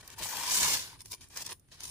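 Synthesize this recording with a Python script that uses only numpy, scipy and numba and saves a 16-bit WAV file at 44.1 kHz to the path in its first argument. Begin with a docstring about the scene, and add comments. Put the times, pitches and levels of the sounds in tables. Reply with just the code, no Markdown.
"""Indoors, close to two microphones, a hand pulls a thin plastic bag off a hollow metal part.
The film buckles in thousands of tiny clicks, each ringing in resonances that stand for patches of film.
The same clicks excite the air in the hollow, which booms near 1 kHz during the long pull.
Before, during and after the pull creases snap; the loose film rustles mostly before and after it.
Shaped noise gives the low rumble and faint hiss; noise in narrow resonances gives a thin high whine."""
import sys
import numpy as np
from scipy import signal
from scipy.fft import rfft, irfft, next_fast_len
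from scipy.io import wavfile
from scipy.ndimage import map_coordinates
from numba import njit

SR = 44100
rng = np.random.default_rng(int(sys.argv[2]) if len(sys.argv) > 2 else 0)


def persist_wave(psi):
    """Save psi, clipped to +-1, as 16-bit WAV."""
    counts = np.round(np.clip(psi, -1, 1) * 32767).astype(np.int16)
    wavfile.write(sys.argv[1], SR, np.atleast_2d(counts).T)


def voltage_ratio(decibels):
    """Convert decibels (scalar or array-like) to amplitude ratios, 20 dB per decade."""
    exponent = np.asarray(decibels, float) / 20
    return 10 ** exponent


N = 83790   # samples

# The long pull. Each row: time in seconds, crackle level in dB, hollow level in dB relative to the crackle,
# tilt in dB per octave, extra level in dB of the large slack folds below FOLD_HZ.
PULL = [(0.159, -62, -4, -1, -1), (0.194, -41.5, -9, -1.5, 6), (0.212, -42, -9, -2, 11),
        (0.234, -34, -28, 0.5, -4.5), (0.262, -38, -5.5, 1.5, 2), (0.278, -39.5, -19.5, 1.5, 5),
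        (0.334, -37, -8, 0.5, 0), (0.507, -31.5, -18, 1, -2.5), (0.515, -27.5, -22.5, 1, -3.5),
        (0.585, -28, -19.5, 1, -2), (0.65, -25.5, -12.5, 1, 2.5), (0.697, -29, -16, 2, 2.5),
        (0.746, -27, -24.5, 2, -0.5), (0.758, -34, -6, 1, -1), (0.779, -35.5, -23.5, 2.5, 0.5),
        (0.96, -59, -1.5, -3, 2), (1.0, -74, -37, 1, 3)]
# Rustles of the loose film, swelling or sagging until the hand stops. Each row: start in seconds,
# length in seconds, level at the start in dB, level at the end in dB, tilt in dB per octave.
RUSTLES = [(0.0, 0.011, -53.5, -51, -3), (0.028, 0.12, -59, -59, -6.5), (0.043, 0.032, -58.5, -61, -1.5),
           (0.115, 0.022, -52, -48.5, 0.5), (0.186, 0.041, -43.5, -57, 3.5), (0.992, 0.028, -55, -55, 1),
           (1.048, 0.072, -60.5, -60.5, 2.5), (1.103, 0.0084, -56, -54, 4), (1.115, 0.033, -44, -50, 3.5),
           (1.149, 0.13, -67, -66.5, -2), (1.21, 0.043, -53.5, -56, 1), (1.302, 0.063, -58.5, -50, -1),
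           (1.358, 0.038, -43.5, -43, 0), (1.401, 0.024, -43.5, -40.5, 0),
           (1.445, 0.032, -51.5, -45.5, -2.5), (1.492, 0.033, -42.5, -43.5, -2),
           (1.53, 0.053, -62, -76.5, 16), (1.647, 0.0069, -80, -86, -5), (1.68, 0.037, -76, -69.5, -2),
           (1.717, 0.042, -55, -57.5, -3), (1.772, 0.066, -63, -50.5, -3.5), (1.8, .008, -57, -66, 0),
           (1.818, 0.013, -61, -53, -0.5), (1.833, .08, -46.5, -48, 1.5)]
# Single creases snapping. Each row: start in seconds, peak level in dB, tilt in dB per octave.
SNAPS = [(0.0084, -43, 0), (0.076, -35, 4), (0.1009, -32.5, -0.5), (0.2276, -40, -2), (0.3683, -21, 2),
         (0.476, -25, -1.5), (0.4982, -28, 8), (0.5497, -19, 2), (0.6291, -17.5, -1), (0.7454, -37, 8),
         (0.7695, -22, 0), (0.8605, -49, 6), (1.0047, -35.5, 1.5), (1.016, -37.5, 8), (1.0568, -33.5, 2.5),
         (1.1181, -29, 3), (1.129, -31, -1.5), (1.1365, -32, -3.5), (1.1455, -36.5, 4), (1.2085, -42, 1),
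         (1.216, -46, 1), (1.233, -46, 3), (1.285, -49.5, 9), (1.3036, -46, -2), (1.3613, -38, -5),
         (1.3713, -23.5, 1.5), (1.4065, -38, -2), (1.4193, -28.5, 3), (1.45, -34, -1), (1.461, -30, 6),
         (1.464, -25.5, 0.5), (1.4915, -35, 0), (1.5083, -31, 6), (1.5186, -30.5, -5.5),
         (1.5258, -27.5, 2.5), (1.5952, -51, 13.5), (1.685, -55, -4), (1.7222, -38, -1),
         (1.8043, -31, -0.5), (1.8335, -31.5, 8), (1.8398, -31, -2), (1.852, -32, -0.5), (1.8772, -35.5, 3)]
# Colour of the crackle. Each row: frequency in Hz, gain in dB.
FILM_COLOUR = [(150, -8), (400, -14.5), (800, -10), (1250, -12), (1700, -6), (2600, -10), (4200, -6.5),
               (5740, -2.5), (8000, -8), (9700, -13), (12500, -19.5), (14000, -18), (15500, -11.5)]
# Where the bag is. Each row: time in seconds, lateness of the left microphone in ms, left minus right in dB.
BAG_PLACE = [(0, 0.084, 1), (.35, 0.03, 4), (0.599, 0.12, 0.5), (0.851, 0.14, 0.5), (1.069, -0.00052, 2),
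             (1.298, -0.084, 0.3), (1.548, -0.011, 0), (1.8, 0.13, 0.5)]
# Reflections off metal, hand and box. Each row: mean delay in ms, level in dB.
BOUNCES = [(1.3, -5), (2.3, -6.5), (3.7, -8.5)]
# High resonances of crackle and whine. Each row: centre in Hz, width of each of two passes in Hz, gain in dB.
HIGH_LINES = [(9150, 350, 0), (9550, 500, -2), (9900, 400, 0), (10600, 1200, -7)]
# High ringing added to the crackle. Each row: time in seconds, gain in dB.
HIGH_RING_GAIN = [(0, -5), (.2, 2), (.4, -18), (.62, -9), (.8, -6.5), (1.0, 8), (1.2, 6), (1.4, -8),
                  (1.55, 13.5), (1.72, 6), (1.84, 11), (1.9, 12.5)]
# Pitch of the air in the hollow part. Each row: time in seconds, frequency in Hz.
HOLLOW_PITCH = [(0.16, 920), (0.3, 896), (0.42, 977), (0.5, 993), (0.65, 990), (0.8, 977), (1.0, 992)]
# Rumble and handling. Each row: time in seconds, level in dB.
RUMBLE_LEVEL = [(0.0, -61), (0.184, -59), (0.21, -47.5), (0.274, -59), (0.496, -59.5), (0.64, -51),
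                (0.746, -51.5), (0.804, -60.5), (1.122, -57.5), (1.164, -69.5), (1.21, -54), (1.264, -62.5),
                (1.428, -63), (1.444, -59), (1.656, -67), (1.9, -58)]
# Colour of the rumble. Each row: frequency in Hz, density in dB per Hz.
RUMBLE_COLOUR = [(12, -57), (20, -5), (91, 2.5), (173, -5), (222, -14.5), (258, -11), (327, -14),
                 (400, -10.5), (520, -79), (880, -120)]
# Colour of the hiss. Each row: frequency in Hz, density in dB per Hz.
HISS_COLOUR = [(150, -34), (250, -3), (500, -6.5), (900, -12.5), (5000, -18), (7000, -22), (11000, -21),
               (13000, -26), (15800, -21)]
# Likeness of rumble and hiss in the two channels. Each row: frequency in Hz, correlation from 0 to 1.
LIKENESS = [(60, 0.96), (380, 0.51), (2380, 0.027), (15000, 0.0097)]
# The high whine. Each row: time in seconds, level in dB.
WHINE_LEVEL = [(0.0, -67.5), (0.9, -62), (1.18, -71.5), (1.4, -65), (1.6, -77), (1.9, -71)]

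RUSTLE_RISE_DB_PER_S, RUSTLE_RELEASE_DB_PER_S = 2500, 1500
RUSTLE_HOLLOW_DB = -16.5   # relative to the rustle
SNAP_PEAK_AFTER_S, SNAP_RISE_S, SNAP_FALL_S = 0.0015, 0.0009, 0.0009
SNAP_TRIM_DB = -6.5   # rms of a snap relative to its peak
SNAP_CLICK_DB = 7   # height of the one main click in a snap
CLICKS_PER_S = 10000
CLICK_CYCLES = 9.16   # cycles in which a ring falls by 60 dB
CLICK_SPREAD_DB = 2
CLUMP_DB, CLUMP_HZ = 0.8, 90   # clicks come in clumps
LAG_SPREAD_S, SIDE_SPREAD_DB = 0.00007, 2.5
PATCH_DB, PATCH_HZ = 2.5, 4.7   # each patch of film flares on its own
FOLD_HZ = 800
BOUNCE_ABOVE_HZ = 1730   # small surfaces throw back only short waves
BOUNCE_SWAY, BOUNCE_SWAY_HZ = 0.0778, 1.613   # sway as a share of the delay, and its rate
HOLLOW_WIDTH_HZ = 169   # of the narrower of two passes
HOLLOW_FLUTTER_DB, HOLLOW_FLUTTER_HZ = 2, 40   # the film flaps over the opening
ROOM_T60_S, ROOM_DB, WALL_CUT_HZ = 0.06, -7, 22000
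ROOM_ALIKE_BELOW_HZ = 1300   # long waves reach both microphones alike
HISS_DB = -74.5
WHINE_FLICKER_DB, WHINE_FLICKER_HZ = 1, 20
TOP_CUT_HZ = 15500   # upper edge of the passband

TIME = np.arange(N) / SR   # seconds


def over_time(points):
    """Linear interpolation of a (seconds, value) table at every sample."""
    return np.interp(TIME, *np.transpose(points))


def rms_one(x):
    """Normalisation to unit mean power."""
    return x / np.sqrt(np.mean(x ** 2) + 1e-20)


def at_hz(points, hz):
    """Interpolation of a spectrum on a logarithmic frequency axis."""
    table_hz, db = np.transpose(points)
    return np.interp(np.log(hz), np.log(np.maximum(table_hz, 1)), db)


def drift(rate_hz):
    """A slow random process: white noise through two equal low-pass poles, with spread 1."""
    r = np.exp(-16 * np.pi * rate_hz / SR)   # computed at every eighth sample
    slow = signal.lfilter([1], [1, -2 * r, r * r], rng.standard_normal(N // 8 + 2002))[2000:]
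    return np.interp(np.arange(N) / 8, np.arange(len(slow)), rms_one(slow))


def resonate(x, hz, width_hz):
    """Two-pole resonance with zeros at both ends of the spectrum and gain 1 at its peak."""
    r = np.exp(-np.pi * width_hz / SR)
    zeros = np.array([1, 0, -1]) * (1 - r * r) / 2
    poles = [1, -2 * r * np.cos(2 * np.pi * hz / SR), r * r]
    return signal.lfilter(zeros, poles, x + 1e-18)


def coloured_noise(spectrum):
    """Spectral shaping of stereo noise: mid and side parts set the correlation of the channels; rms 1."""
    hz = np.maximum(np.fft.rfftfreq(N, 1 / SR), 1)
    mid, side = rfft(rng.standard_normal((2, N))) * voltage_ratio(at_hz(spectrum, hz))
    alike = np.clip(at_hz(LIKENESS, hz), -1, 1)
    opposite = np.array([[1], [-1]])
    return rms_one(irfft(np.sqrt(1 + alike) * mid + np.sqrt(1 - alike) * side * opposite, N))


def rustles():
    """Loose film in brief motion: powers of crackle and hollow, then power-weighted tilt and fold dB."""
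    total = np.zeros((4, N))
    for start, length, first_db, last_db, tilt in RUSTLES:
        end = start + length
        rise_db = RUSTLE_RISE_DB_PER_S * np.maximum(start - TIME, 0)
        release_db = RUSTLE_RELEASE_DB_PER_S * np.maximum(TIME - end, 0)
        level_db = np.interp(TIME, [start, end], [first_db, last_db])
        power = voltage_ratio(2 * (level_db - rise_db - release_db))
        total += [power, power * voltage_ratio(2 * RUSTLE_HOLLOW_DB), power * tilt, 0 * power]
    return total


def snaps():
    """Sudden release of a crease: exponential rise and fall, in the same four quantities as rustles()."""
    total = np.zeros((4, N))
    for start, db, tilt in SNAPS:
        age = TIME - start - SNAP_PEAK_AFTER_S
        shape = np.exp(-np.maximum(age / SNAP_FALL_S, -age / SNAP_RISE_S))
        power = (voltage_ratio(db + SNAP_TRIM_DB) * shape) ** 2
        total += [power, 0 * power, power * tilt, 0 * power]
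    return total


def pull():
    """Sustained drag of the film over the part, in the same four quantities as rustles()."""
    s, db, hollow_db, tilt, fold_db = np.transpose(PULL)
    power = voltage_ratio(2 * np.interp(TIME, s, db, left=-120, right=-120))
    hollow = power * voltage_ratio(2 * np.interp(TIME, s, hollow_db))
    return np.array([power, hollow, power * np.interp(TIME, s, tilt), power * np.interp(TIME, s, fold_db)])


def handling():
    """Addition of powers: crackle and hollow amplitudes, with power-weighted means of tilt and fold dB."""
    power, hollow, tilt_sum, fold_sum = rustles() + snaps() + pull()
    return np.sqrt(power), np.sqrt(hollow), tilt_sum / power, fold_sum / power


def snapped():
    """Impulse instants: true at the peak of each snap."""
    peaks_s = np.array(SNAPS)[:, 0] + SNAP_PEAK_AFTER_S
    return np.isin(np.arange(N), (peaks_s * SR).astype(int))


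def clicks():
    """Buckling as random impulses; each reaches the two microphones with its own lag and balance."""
    chance, size, sign = rng.random(N), rng.exponential(1, N), rng.choice([-1, 1], N)
    lag, side = rng.standard_normal((2, N))
    height_db = CLICK_SPREAD_DB * np.minimum(size, 5) + CLUMP_DB * drift(CLUMP_HZ)
    height = (chance < CLICKS_PER_S / SR) * sign * voltage_ratio(height_db)
    main = snapped()
    height[main] = voltage_ratio(SNAP_CLICK_DB) * sign[main]
    s, late_ms, left_db = np.transpose(BAG_PLACE)
    lag_s = np.interp(TIME, s, late_ms) / 1000 + LAG_SPREAD_S * lag
    balance = voltage_ratio((SIDE_SPREAD_DB * side + np.interp(TIME, s, left_db)) / 2)
    late = np.clip(np.arange(N) + np.round(lag_s * SR).astype(int), 0, N - 1)
    return height * balance, late, height / balance


def heard(left, late, right, weight):
    """Difference of arrival: weighted clicks, the left ones moved to their own sample."""
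    return np.array([np.bincount(late, left * weight, N), right * weight])


def bounced(x):
    """Comb interference: close reflections whose paths sway as the bag moves, carving gliding notches."""
    out, n = x.copy(), np.arange(N)
    high_pass = signal.butter(2, BOUNCE_ABOVE_HZ, "high", fs=SR, output="sos")
    short_waves = signal.sosfilt(high_pass, x)
    for ms, db in BOUNCES:
        for c in range(2):
            delay = ms / 1000 * SR * (1 + BOUNCE_SWAY * drift(BOUNCE_SWAY_HZ))   # samples
            out[c] += voltage_ratio(db) * map_coordinates(short_waves[c], [n - delay], order=3)
    return out / np.sqrt(1 + sum(voltage_ratio(2 * db) for ms, db in BOUNCES))


def high_lines(x):
    """Resonances in cascade: two passes through each of a few narrow high lines."""
    return sum(voltage_ratio(db) * resonate(resonate(x, hz, width), hz, width) for hz, width, db in HIGH_LINES)


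def crackle(train, level, tilt, fold_db):
    """Impulse response of the film: clicks ring in patches of all sizes, small ones at high pitches."""
    main = snapped()
    dealt = rng.integers(0, 5, N)   # a click excites every fifth patch; a main click all above the folds
    steady, out = 0, 0
    for k, hz in enumerate(np.geomspace(180, 15500, 22)):
        struck = (dealt == k % 5) | main & (hz > FOLD_HZ)
        mine = struck * voltage_ratio(at_hz(FILM_COLOUR, hz) + PATCH_DB * drift(PATCH_HZ))
        width = 2.2 * hz / CLICK_CYCLES
        steady = steady + resonate(train[2] * mine, hz, width)
        tilt_db = np.clip(tilt, -8, 8) * np.log2(max(hz, 1500) / 6000)
        weight = mine * level * voltage_ratio(tilt_db + fold_db * (hz < FOLD_HZ))
        # neighbouring patches have opposite signs
        out = out + (-1) ** k * resonate(heard(*train, weight), hz, width)
    film = bounced(out) / np.std(steady)   # scaled by the ring of clicks at constant level
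    return film + voltage_ratio(over_time(HIGH_RING_GAIN)) * high_lines(film)


@njit
def glide(x, turn, r):
    """Two-pole resonance whose centre moves sample by sample."""
    y = np.zeros_like(x)
    for i in range(2, len(x)):
        y[i] = (x[i] - x[i - 2]) * (1 - r * r) / 2 + 2 * r * turn[i] * y[i - 1] - r * r * y[i - 2]
    return y


def hollow_air(x):
    """Cavity resonance: the air in the part rings at a pitch that follows the opening."""
    turn = np.cos(2 * np.pi * over_time(HOLLOW_PITCH) / SR)
    r = np.exp(-np.pi * HOLLOW_WIDTH_HZ / SR)
    return np.array([glide(glide(c + 1e-18, turn, r * r), turn, r) for c in x])


def hollow_boom(train, hollow):
    """Excitation of the cavity by the clicks, modulated as the film flaps over the opening."""
    weight = hollow * voltage_ratio(HOLLOW_FLUTTER_DB * drift(HOLLOW_FLUTTER_HZ))
    return hollow_air(heard(*train, weight)) / np.std(hollow_air([train[2]]))


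def bag():
    """Common excitation: one train of clicks drives both the film and the hollow of the part."""
    level, hollow, tilt, fold_db = handling()
    train = clicks()
    return crackle(train, level, tilt, fold_db) + hollow_boom(train, hollow)


def room(x):
    """Reverberation: eight feedback delays a side, duller on every round."""
    size = next_fast_len(N + SR // 2)
    w = 2 * np.pi * np.fft.rfftfreq(size, 1 / SR)
    lags = rng.uniform(0.008, 0.03, (2, 8, 1))   # seconds
    wall = 1 / (1 + 1j * w / (2 * np.pi * WALL_CUT_HZ))
    loop = voltage_ratio(-60 * lags / ROOM_T60_S) * np.exp(-1j * w * lags) * wall
    paths = (loop / (1 - loop)).sum(axis=1)
    apart = 1 - 1 / (1 + (w / (2 * np.pi * ROOM_ALIKE_BELOW_HZ)) ** 2)
    response = paths[0] + apart * (paths - paths[0])
    return irfft(response * rfft(x.mean(axis=0), size), size)[:, :N]


def rumble():
    """Low-frequency noise of room and handling, with a level that varies in time."""
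    return voltage_ratio(over_time(RUMBLE_LEVEL)) * coloured_noise(RUMBLE_COLOUR)


def hiss():
    """Stationary broadband noise at a constant level."""
    return voltage_ratio(HISS_DB) * coloured_noise(HISS_COLOUR)


def whine():
    """Narrow-band noise: flickering noise in the high resonances, unrelated in the two channels."""
    level_db = over_time(WHINE_LEVEL) + WHINE_FLICKER_DB * drift(WHINE_FLICKER_HZ)
    return voltage_ratio(level_db) * rms_one(high_lines(rng.standard_normal((2, N))))


def scene():
    """Superposition of the bag, its room, the rumble, the hiss and the whine."""
    near = bag()
    return near + voltage_ratio(ROOM_DB) * room(near) + rumble() + hiss() + whine()


def roll_off(x):
    """The treble ends steeply here."""
    return signal.sosfilt(signal.butter(12, 16190, fs=SR, output="sos"), x)


def record(dry):
    """Band limitation: a steep elliptic low-pass cuts the top of the spectrum."""
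    top_cut = signal.ellip(12, 0.5, 65, TOP_CUT_HZ, fs=SR, output="sos")
    mix = signal.sosfilt(top_cut, dry)
    return roll_off(mix)


dry = scene()
out = record(dry)
persist_wave(out)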